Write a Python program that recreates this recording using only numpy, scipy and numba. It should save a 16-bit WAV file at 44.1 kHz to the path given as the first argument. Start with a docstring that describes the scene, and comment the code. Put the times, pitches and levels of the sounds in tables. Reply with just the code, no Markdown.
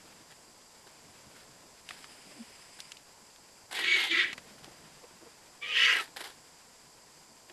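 """Vultures at a carcass

Griffon vultures squabble with a jackal on a stony hillside. Air forced through throat and beak makes
two long, harsh hisses that swell and break into brief whistles. Wings and feet scuff the dry ground
and land with soft thuds. Faint wind lies behind. Close by, a camera hisses, ticks, knocks twice in
the hand and runs its zoom motor, which starts with a fading rasp."""
import sys
import numpy as np
from scipy import signal
from scipy.fft import rfft, irfft, next_fast_len
from scipy.io import wavfile
from numba import njit

SR = 44100
rng = np.random.default_rng(int(sys.argv[2]) if len(sys.argv) > 2 else 0)


def transcribe(signal):
    """Save signal, clipped to [-1, 1], as a 16-bit WAV file at the path in sys.argv[1]."""
    frames = np.atleast_2d(signal).T
    limited = np.clip(frames, -1, 1)
    pcm = np.round(limited * 32767).astype(np.int16)
    wavfile.write(sys.argv[1], SR, pcm)


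N = 331632
TIME = np.arange(N) / SR

# Pushes of air, one curve each: t/s, effort/dB, beak opening (gain on the beak resonance)/dB
PUSH_CURVES = [
    [(3.745, -43, -4), (3.759, -46.5, 6), (3.775, -37.5, -1.5), (3.831, -39, -1), (3.843, -32.5, -2.5),
     (3.905, -36.5, 5), (3.927, -32.5, 1), (4.039, -36.5, 5), (4.085, -47, 8)],
    [(4.095, -48, 10), (4.113, -38.5, 8.5), (4.139, -33.5, -1), (4.209, -27.5, -3), (4.221, -32.5, 2),
     (4.245, -32, -9), (4.275, -42.5, -3), (4.32, -46, -3)],
    [(5.625, -51, 2), (5.739, -41, 6.5), (5.769, -31, 4), (5.847, -28, 4), (5.897, -25.5, -5.5),
     (5.921, -29, 1), (5.973, -33, -8.5), (6.001, -41, 5), (6.03, -48, -21)],
]
# Airway per push: throat f/Hz, width/Hz, level/dB; beak f/Hz, width/Hz, level/dB; jet level/dB;
# chest f/Hz, level/dB, fade/(dB/s); pitch sag/(oct/s)
AIRWAYS = [(2025, 1160, 1.5, 3280, 1950, 0, -18, 370, -20.5, 4, 0.0505),
           (2030, 880, 3, 3340, 1100, -0.5, -15, 345, -22.5, 3, 0.107),
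           (2000, 990, 2.5, 2850, 650, 0, -12.5, 460, -25.5, 0, .55)]
# Spectra of the windpipe and of the jet at the beak: f/Hz, level/dB
WINDPIPE_SPECTRUM = [(300, -24), (850, -23), (1080, 9), (1200, -5.5), (1310, 4.5), (1450, 0), (1850, 4),
                     (2300, 2), (2900, 4), (3700, 3), (4700, 1), (5100, -20), (6500, 0.5), (12000, -2)]
JET_SPECTRUM = [(2500, -37), (4200, 3), (4900, 7), (5250, 5.5), (5500, -3), (5800, 3), (6400, -2.5),
                (7900, -9), (8600, -12.5), (11000, -16), (13000, -19)]
# Whistles: peak t/s, swell/s, fall/s, level/dB, f/Hz, glide/(oct/s), harmonics 2 and 3/dB, jitter/ratio
WHISTLE_TONES = [(3.931, 0.081, 0.063, -23.5, 2284, -0.22, -25, -25.5, 0.021),
                 (3.995, .04, 0.11, -31.5, 2154, -0.082, -18, -25, 0.016),
                 (4.125, 0.0212, .03, -30.5, 2312, 0, -25, -21, 0.018),
                 (5.633, 0.016, .045, -36, 1183, 0, 14, 1, 0.0054),
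                 (5.705, 0.043, 0.063, -37.5, 1243, -.3, 9, -5.5, .014),
                 (5.998, 0.028, 0.027, -33, 1332, -1.04, -9, -9, 0.011)]
# Chest growls: centre t/s, sigma/s, level/dB, f/Hz, glide/(oct/s)
GROWL_TONES = [(3.869, .05, -48.5, 345, 1), (3.972, .02, -46, 345, -2), (4.131, 0.019, -42, 330, -0.5),
               (4.172, .02, -46, 350, 3)]
# Scuffs of wings and feet, plus the zoom motor's fading rasp at 1.89 s: t/s, level/dB, t60/s, strokes
SCUFF_EVENTS = [(.303, -49.5, 0.13, 1), (.868, -51.5, 0.092, 1), (1.36, -54.5, .3, 1),
                (1.886, -50, 0.84, 1), (2.788, -44, 0.074, 1), (3.709, -37.5, 0.26, 3),
                (3.959, -38.5, 0.31, 3), (4.63, -53.5, .35, 1), (5.92, -37, 0.22, 3),
                (6.162, -38.5, 0.21, 3), (6.295, -49.5, .16, 1)]
# Spectrum of those scuffs and that rasp: f/Hz, level/dB
SCUFF_SPECTRUM = [(60, -24), (150, -26), (400, 2), (600, -5), (780, 3.5), (980, 2), (1180, -5), (1700, 4),
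                  (2500, -5), (3200, -1), (5000, -3.5), (6200, -14), (7500, -9), (12000, -12.5)]
# Dry ticks and knocks: t/s, level/dB, f/Hz, t60/s
TICK_EVENTS = [(.322, -49.5, 2190, 0.031), (1.8894, -34.5, 3080, .02), (1.9073, -33.5, 1630, 0.027),
               (2.0428, -38, 1470, 0.018), (2.8033, -33.5, 4070, 0.019), (2.9188, -32, 3680, 0.017),
               (2.969, -43.5, 3400, .026), (3.361, -46, 2970, 0.01), (4.3294, -32, 2160, 0.036),
               (4.3784, -35.5, 1900, 0.036), (4.6444, -36.5, 2600, 0.01), (7.4974, -43.5, 1990, .031)]
# Soft low thuds of feet and wings, plus two camera-handling knocks near 4.35 s:
# t/s, level/dB, f/Hz, half length/s
THUD_EVENTS = [(.872, -50.5, 396, 0.008), (1.11, -56, 125, 0.015), (1.275, -51, 128, .012),
               (2.32, -53, 610, 0.012), (2.375, -54, 290, 0.026), (4.332, -45, 171, .004),
               (4.384, -47, 170, 0.0043), (4.641, -53, 145, 0.02), (4.682, -48, 342, 0.0056),
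               (5.044, -47, 485, 0.0088), (5.23, -52, 327, 0.014), (5.272, -50, 470, 0.012),
               (7.507, -52, 365, .011)]
# Flurries in the flock: centre t/s, half length/s, rise/dB
FLOCK_FLURRIES = [(0.046, 0.23, 5.5), (1.3, 0.38, 5), (2.306, 0.41, 5), (4.543, .55, 6.5), (6.203, 0.57, 2)]
# Spectra of wind, far rustle and camera hiss: f/Hz, level/dB
WIND_SPECTRUM = [(25, -11.5), (60, -4.5), (100, -2), (140, 1), (260, 1), (400, -1.5), (700, -2.5),
                 (1500, -30)]
RUSTLE_SPECTRUM = [(400, -26), (900, 1.5), (1400, 4.5), (2100, 3.5), (3500, 0), (6000, -5), (13000, -11.5)]
CAMERA_SPECTRUM = [(30, -0.5), (150, -12), (450, -0.5), (750, 2), (1040, 4.5), (1200, -10), (2500, -31),
                   (6000, -4), (13000, -13)]
# Resonances of camera hiss and zoom motor: f/Hz, width/Hz, level/dB
CAMERA_RESONANCES = [(4875, 880, 0), (7500, 1240, -2)]
ZOOM_RESONANCES = [(2400, 1700, 0), (4970, 570, 4.5), (7700, 570, 0.5), (9170, 1800, -4)]


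def vultures():
    """Two pushes of air make the first call, one the second; whistles and growls ride on them."""
    return sum(hiss(curve, airway) for curve, airway in zip(PUSH_CURVES, AIRWAYS)) + whistles() + growls()


def hiss(curve, airway, throat_oct_per_db=.005, chest_oct_per_db=.006, jet_follow=.54, chest_follow=.33):
    """Turbulent air rings chest, throat and beak, then leaves as a bright, spitting jet."""
    (throat_hz, throat_width_hz, throat_db, beak_hz, beak_width_hz, beak_db,
     jet_db, chest_hz, chest_db, chest_fade_db_per_s, sag_oct_per_s) = airway
    at, out = around(curve), np.zeros(N)
    effort_db, opening_db = along(curve, TIME[at])
    age_s = TIME[at] - (curve[0][0] + curve[-1][0]) / 2
    sag = 2 ** (-sag_oct_per_s * age_s)
    throat_hz = throat_hz * sag * 2 ** (throat_oct_per_db * opening_db)
    chest_hz = chest_hz * sag * 2 ** (chest_oct_per_db * (effort_db - np.mean(curve, axis=0)[1]))
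    slack_db = effort_db - effort_db.max()
    chest_db = chest_db - (1 - chest_follow) * slack_db - chest_fade_db_per_s * age_s
    chop = rasp(flap_hz=230, wander=.25, depth=.4)[at]
    air = rng.standard_normal((4, N))[:, at] * chop
    deep, front = [windpipe(x, echo=.4, round_trip_s=.00308, stretch=.02) for x in air[:2]]
    tip = windpipe(air[2], echo=.55, round_trip_s=.0015, stretch=.04)
    spit_db = 1.8 * drift(70)[at]
    throat = cavity(colour(deep, WINDPIPE_SPECTRUM), throat_hz, throat_width_hz)
    beak = cavity(colour(front, WINDPIPE_SPECTRUM), beak_hz * sag, beak_width_hz)
    jet = unit_rms(colour(tip, JET_SPECTRUM))
    chest = unit_rms(cavity(air[3], chest_hz, width_hz=300) + rough_tone(chest_hz))
    sound = from_db(throat_db) * throat + from_db(beak_db + opening_db) * beak
    sound += from_db(jet_db + jet_follow * opening_db + spit_db) * jet + from_db(chest_db) * chest
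    out[at] = sound * from_db(effort_db) * gate(curve, TIME[at], edge_s=.022)
    return out


def rasp(flap_hz, wander, depth):
    """Soft tissue flaps unevenly and chops the air stream."""
    return unit_rms(1 + depth * np.cos(phase_of(flap_hz * (1 + wander * drift(59.07)))))


def windpipe(x, echo, round_trip_s, stretch):
    """Echoes in the long, flexing neck comb-filter the air noise."""
    n = np.arange(len(x))
    lag = round_trip_s * SR * (1 + stretch * drift(7)[:len(x)])
    return x + sum(echo ** k * np.interp(n - np.round(k * lag), n, x) for k in (1, 2))


def whistles(drop_db=14, bend_oct_per_db=.004):
    """The air stream locks on to an unsteady tone that swells, falls and sags as it weakens."""
    out, wobble, shake = np.zeros(N), drift(147), from_db(2 * drift(150))
    for peak_s, swell_s, fall_s, db, hz, glide_oct_per_s, second_db, third_db, jitter in WHISTLE_TONES:
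        span = [(peak_s - swell_s,), (peak_s + fall_s,)]
        at = around(span)
        age_s = TIME[at] - peak_s
        envelope_db = -drop_db * np.maximum(-age_s / swell_s, age_s / fall_s)
        octaves = glide_oct_per_s * age_s + bend_oct_per_db * envelope_db
        phase = phase_of(hz * 2 ** octaves * (1 + jitter * wobble[at]))
        tone = sum(from_db(h) * np.sin(k * phase) for k, h in enumerate((0, second_db, third_db), 1))
        out[at] += unit_rms(tone) * shake[at] * from_db(db + envelope_db) * gate(span, TIME[at], .013)
    return out


def growls():
    """Short, low chest tones swell and glide under the hisses."""
    out = np.zeros(N)
    for centre_s, sigma_s, db, hz, glide_oct_per_s in GROWL_TONES:
        at = around([(centre_s - sigma_s,), (centre_s + sigma_s,)])
        age_s = TIME[at] - centre_s
        envelope = from_db(db) * np.exp(-.5 * (age_s / sigma_s) ** 2)
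        out[at] += envelope * rough_tone(hz * 2 ** (glide_oct_per_s * age_s))
    return out


def rough_tone(hz):
    """Thin chest tone, shaky in pitch and level; unit rms."""
    phase = phase_of(hz * (1 + .055 * drift(110)[:len(hz)]))
    return unit_rms(np.sin(phase) * from_db(1.2 * drift(70)[:len(hz)]))


def scuffs(gap_s=.0384, growth_db=.78):
    """Dying crackles: strokes of wings and feet on dry ground, and the zoom motor starting."""
    power = np.zeros(N)
    for start_s, db, t60_s, strokes in SCUFF_EVENTS:
        for k in range(strokes):
            at, envelope = burst(start_s + k * gap_s, t60_s, rise_s=.0019)
            power[at] += (from_db(db + k * growth_db) * envelope) ** 2
    grains = rng.standard_normal(N) * from_db(3 * drift(240))
    return np.sqrt(power) * unit_rms(colour(grains, SCUFF_SPECTRUM))


def ticks():
    """Small hard contacts ring briefly, broad and heavily damped."""
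    out, white = np.zeros(N), rng.choice([-1., 1.], N)
    for start_s, db, hz, t60_s in TICK_EVENTS:
        at, envelope = burst(start_s, t60_s, rise_s=.00018)
        ring = band(band(white[at], hz, .79 * hz), hz, 3.2 * hz)
        out[at] += from_db(db) * envelope * unit_rms(ring)
    return out


def thuds(rows):
    """Soft contacts: a push of a few cycles and a dull puff at the same pitch."""
    out, white, phases = np.zeros(N), rng.standard_normal(N), rng.uniform(0, 2 * np.pi, N)
    for (centre_s, db, hz, half_s), phase in zip(rows, phases):
        at = np.flatnonzero(abs(TIME - centre_s) < .1)
        age_s = TIME[at] - centre_s
        push = np.sin(2 * np.pi * hz * age_s + phase)
        puff = unit_rms(double_band(white[at], hz, 2 * hz))
        out[at] += from_db(db) * np.exp(-(age_s / half_s) ** 2) * (.8 * push + .55 * puff)
    return out


def hoot(centre_s=2.412, db=-39, hz=230, half_s=.016):
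    """One brief, hollow, low tone swells and dies."""
    age_s = TIME - centre_s
    return from_db(db) * np.exp(-np.minimum((age_s / half_s) ** 2, 50)) * np.sin(2 * np.pi * hz * age_s)


def patter(calm_per_s=5, calm_db=-65, spread_db=4, low_hz=131, high_hz=424, half_cycles=3.4):
    """Faint random footfalls, denser and stronger in a flurry."""
    when, chance, pitch = rng.random((200, 3)).T
    t_s = when * N / SR
    hz = low_hz * (high_hz / low_hz) ** pitch
    db = calm_db + flurry_db(t_s) + spread_db * rng.standard_normal(len(t_s))
    lands = chance < calm_per_s * from_db(flurry_db(t_s)) * N / SR / len(t_s)
    return thuds(np.transpose([t_s, db, hz, half_cycles / hz])[lands])


def flurry_db(t_s):
    """The flock's stir above calm."""
    return sum(db * np.exp(-((t_s - centre_s) / half_s) ** 2) for centre_s, half_s, db in FLOCK_FLURRIES)


def hillside(wind_db=-67, rustle_db=-63, rustle_follow=.72):
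    """Lumpy low wind and the flock's far rustle, both lifted by flurries of wings."""
    stir_db = flurry_db(TIME)
    gusts_db, flicks_db = 1.6 * drift(14), 1.3 * drift(20)
    wind = from_db(wind_db + stir_db + gusts_db) * noise(WIND_SPECTRUM)
    return wind + from_db(rustle_db + rustle_follow * stir_db + flicks_db) * noise(RUSTLE_SPECTRUM)


def camera(hiss_db=-61, ring_db=-62, zoom_db=-58.5, flutter_db=2, zoom_start_s=1.88, zoom_stop_s=2.95):
    """Steady hiss and one whirring run of the zoom motor."""
    steady = from_db(hiss_db) * noise(CAMERA_SPECTRUM)
    steady += from_db(ring_db) * resonant_noise(CAMERA_RESONANCES)
    motor = from_db(zoom_db + flutter_db * drift(25)) * resonant_noise(ZOOM_RESONANCES)
    return steady + motor * gate([(zoom_start_s,), (zoom_stop_s,)], TIME, edge_s=.057)


def from_db(db):
    """Decibels to gain."""
    return 10 ** (np.asarray(db) / 20)


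def unit_rms(x):
    """Scale to unit rms."""
    return x / np.sqrt(np.mean(x ** 2) + 1e-20)


def phase_of(hz):
    """Running phase in radians."""
    return 2 * np.pi * np.cumsum(hz) / SR


def along(curve, t_s):
    """Each value column of a curve at t_s."""
    knots_s, *columns = np.transpose(curve)
    return [np.interp(t_s, knots_s, column) for column in columns]


def gate(curve, t_s, edge_s):
    """One while a curve lasts, zero from edge_s outside it."""
    return np.clip(1 + np.minimum(t_s - curve[0][0], curve[-1][0] - t_s) / edge_s, 0, 1) ** 2


def around(curve):
    """Sample indices of a curve, with margins."""
    return np.arange(int((round(curve[0][0], 1) - .15) * SR), int((round(curve[-1][0], 1) + .15) * SR))


def burst(start_s, t60_s, rise_s):
    """Indices and envelope of a quick rise and exponential decay."""
    at = np.arange(int(start_s * SR), min(int((start_s + t60_s) * SR), N))
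    age_s = (at - at[0]) / SR
    return at, (1 - np.exp(-age_s / rise_s)) * from_db(-60 * age_s / t60_s)


def colour(x, spectrum):
    """Filter by a curve of (f/Hz, level/dB) points."""
    size = next_fast_len(len(x))
    hz, db = np.transpose(spectrum)
    log_hz = np.log(np.fft.rfftfreq(size, 1 / SR) + 1)
    return irfft(rfft(x, size) * from_db(np.interp(log_hz, np.log(hz), db)), size)[:len(x)]


def noise(spectrum):
    """Coloured noise; unit rms."""
    return unit_rms(colour(rng.standard_normal(N), spectrum))


def resonant_noise(modes):
    """Noise ringing in rounded resonances; unit rms."""
    return unit_rms(sum(from_db(db) * double_band(rng.standard_normal(N), hz, width_hz)
                        for hz, width_hz, db in modes))


def drift(rate_hz):
    """Smooth random wander below rate_hz; unit rms."""
    r = np.exp(-2 * np.pi * rate_hz / SR)
    return unit_rms(signal.lfilter([1], [1, -2 * r, r * r], rng.standard_normal(N + SR))[SR:])


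def band(x, hz, width_hz):
    """Static resonance, unity peak gain."""
    r = np.exp(-np.pi * width_hz / SR)
    feedback = [1, -(1 + r * r) * np.cos(2 * np.pi * hz / SR), r * r]
    return signal.lfilter(np.array([1, 0, -1]) * (1 - r * r) / 2, feedback, x)


def double_band(x, hz, width_hz):
    """Static resonance, passed twice."""
    return band(band(x, hz, width_hz), hz, width_hz)


@njit
def moving_band(x, w, r):
    """Resonance with moving centre w/(rad/sample) and pole radius r."""
    y = np.zeros(len(x))
    for i in range(2, len(x)):
        drive = (1 - r * r) / 2 * (x[i] - x[i - 2])
        y[i] = drive + (1 + r * r) * np.cos(w[i]) * y[i - 1] - r * r * y[i - 2]
    return y


def cavity(x, hz, width_hz):
    """Moving resonance, passed twice for steep flanks; unit rms."""
    w, r = 2 * np.pi * hz / SR, np.exp(-np.pi * width_hz / SR)
    return unit_rms(moving_band(moving_band(x, w, r), w, r))


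def scene():
    """Mono sum in open air, no reverberation."""
    return (vultures() + scuffs() + ticks() + thuds(THUD_EVENTS) + hoot()
            + hillside() + camera() + patter())[None]


def record(dry):
    """Steep low-pass at 12.6 kHz."""
    return signal.sosfilt(signal.ellip(12, .2, 80, 12600, fs=SR, output="sos"), dry)


dry = scene()
out = record(dry)
transcribe(out)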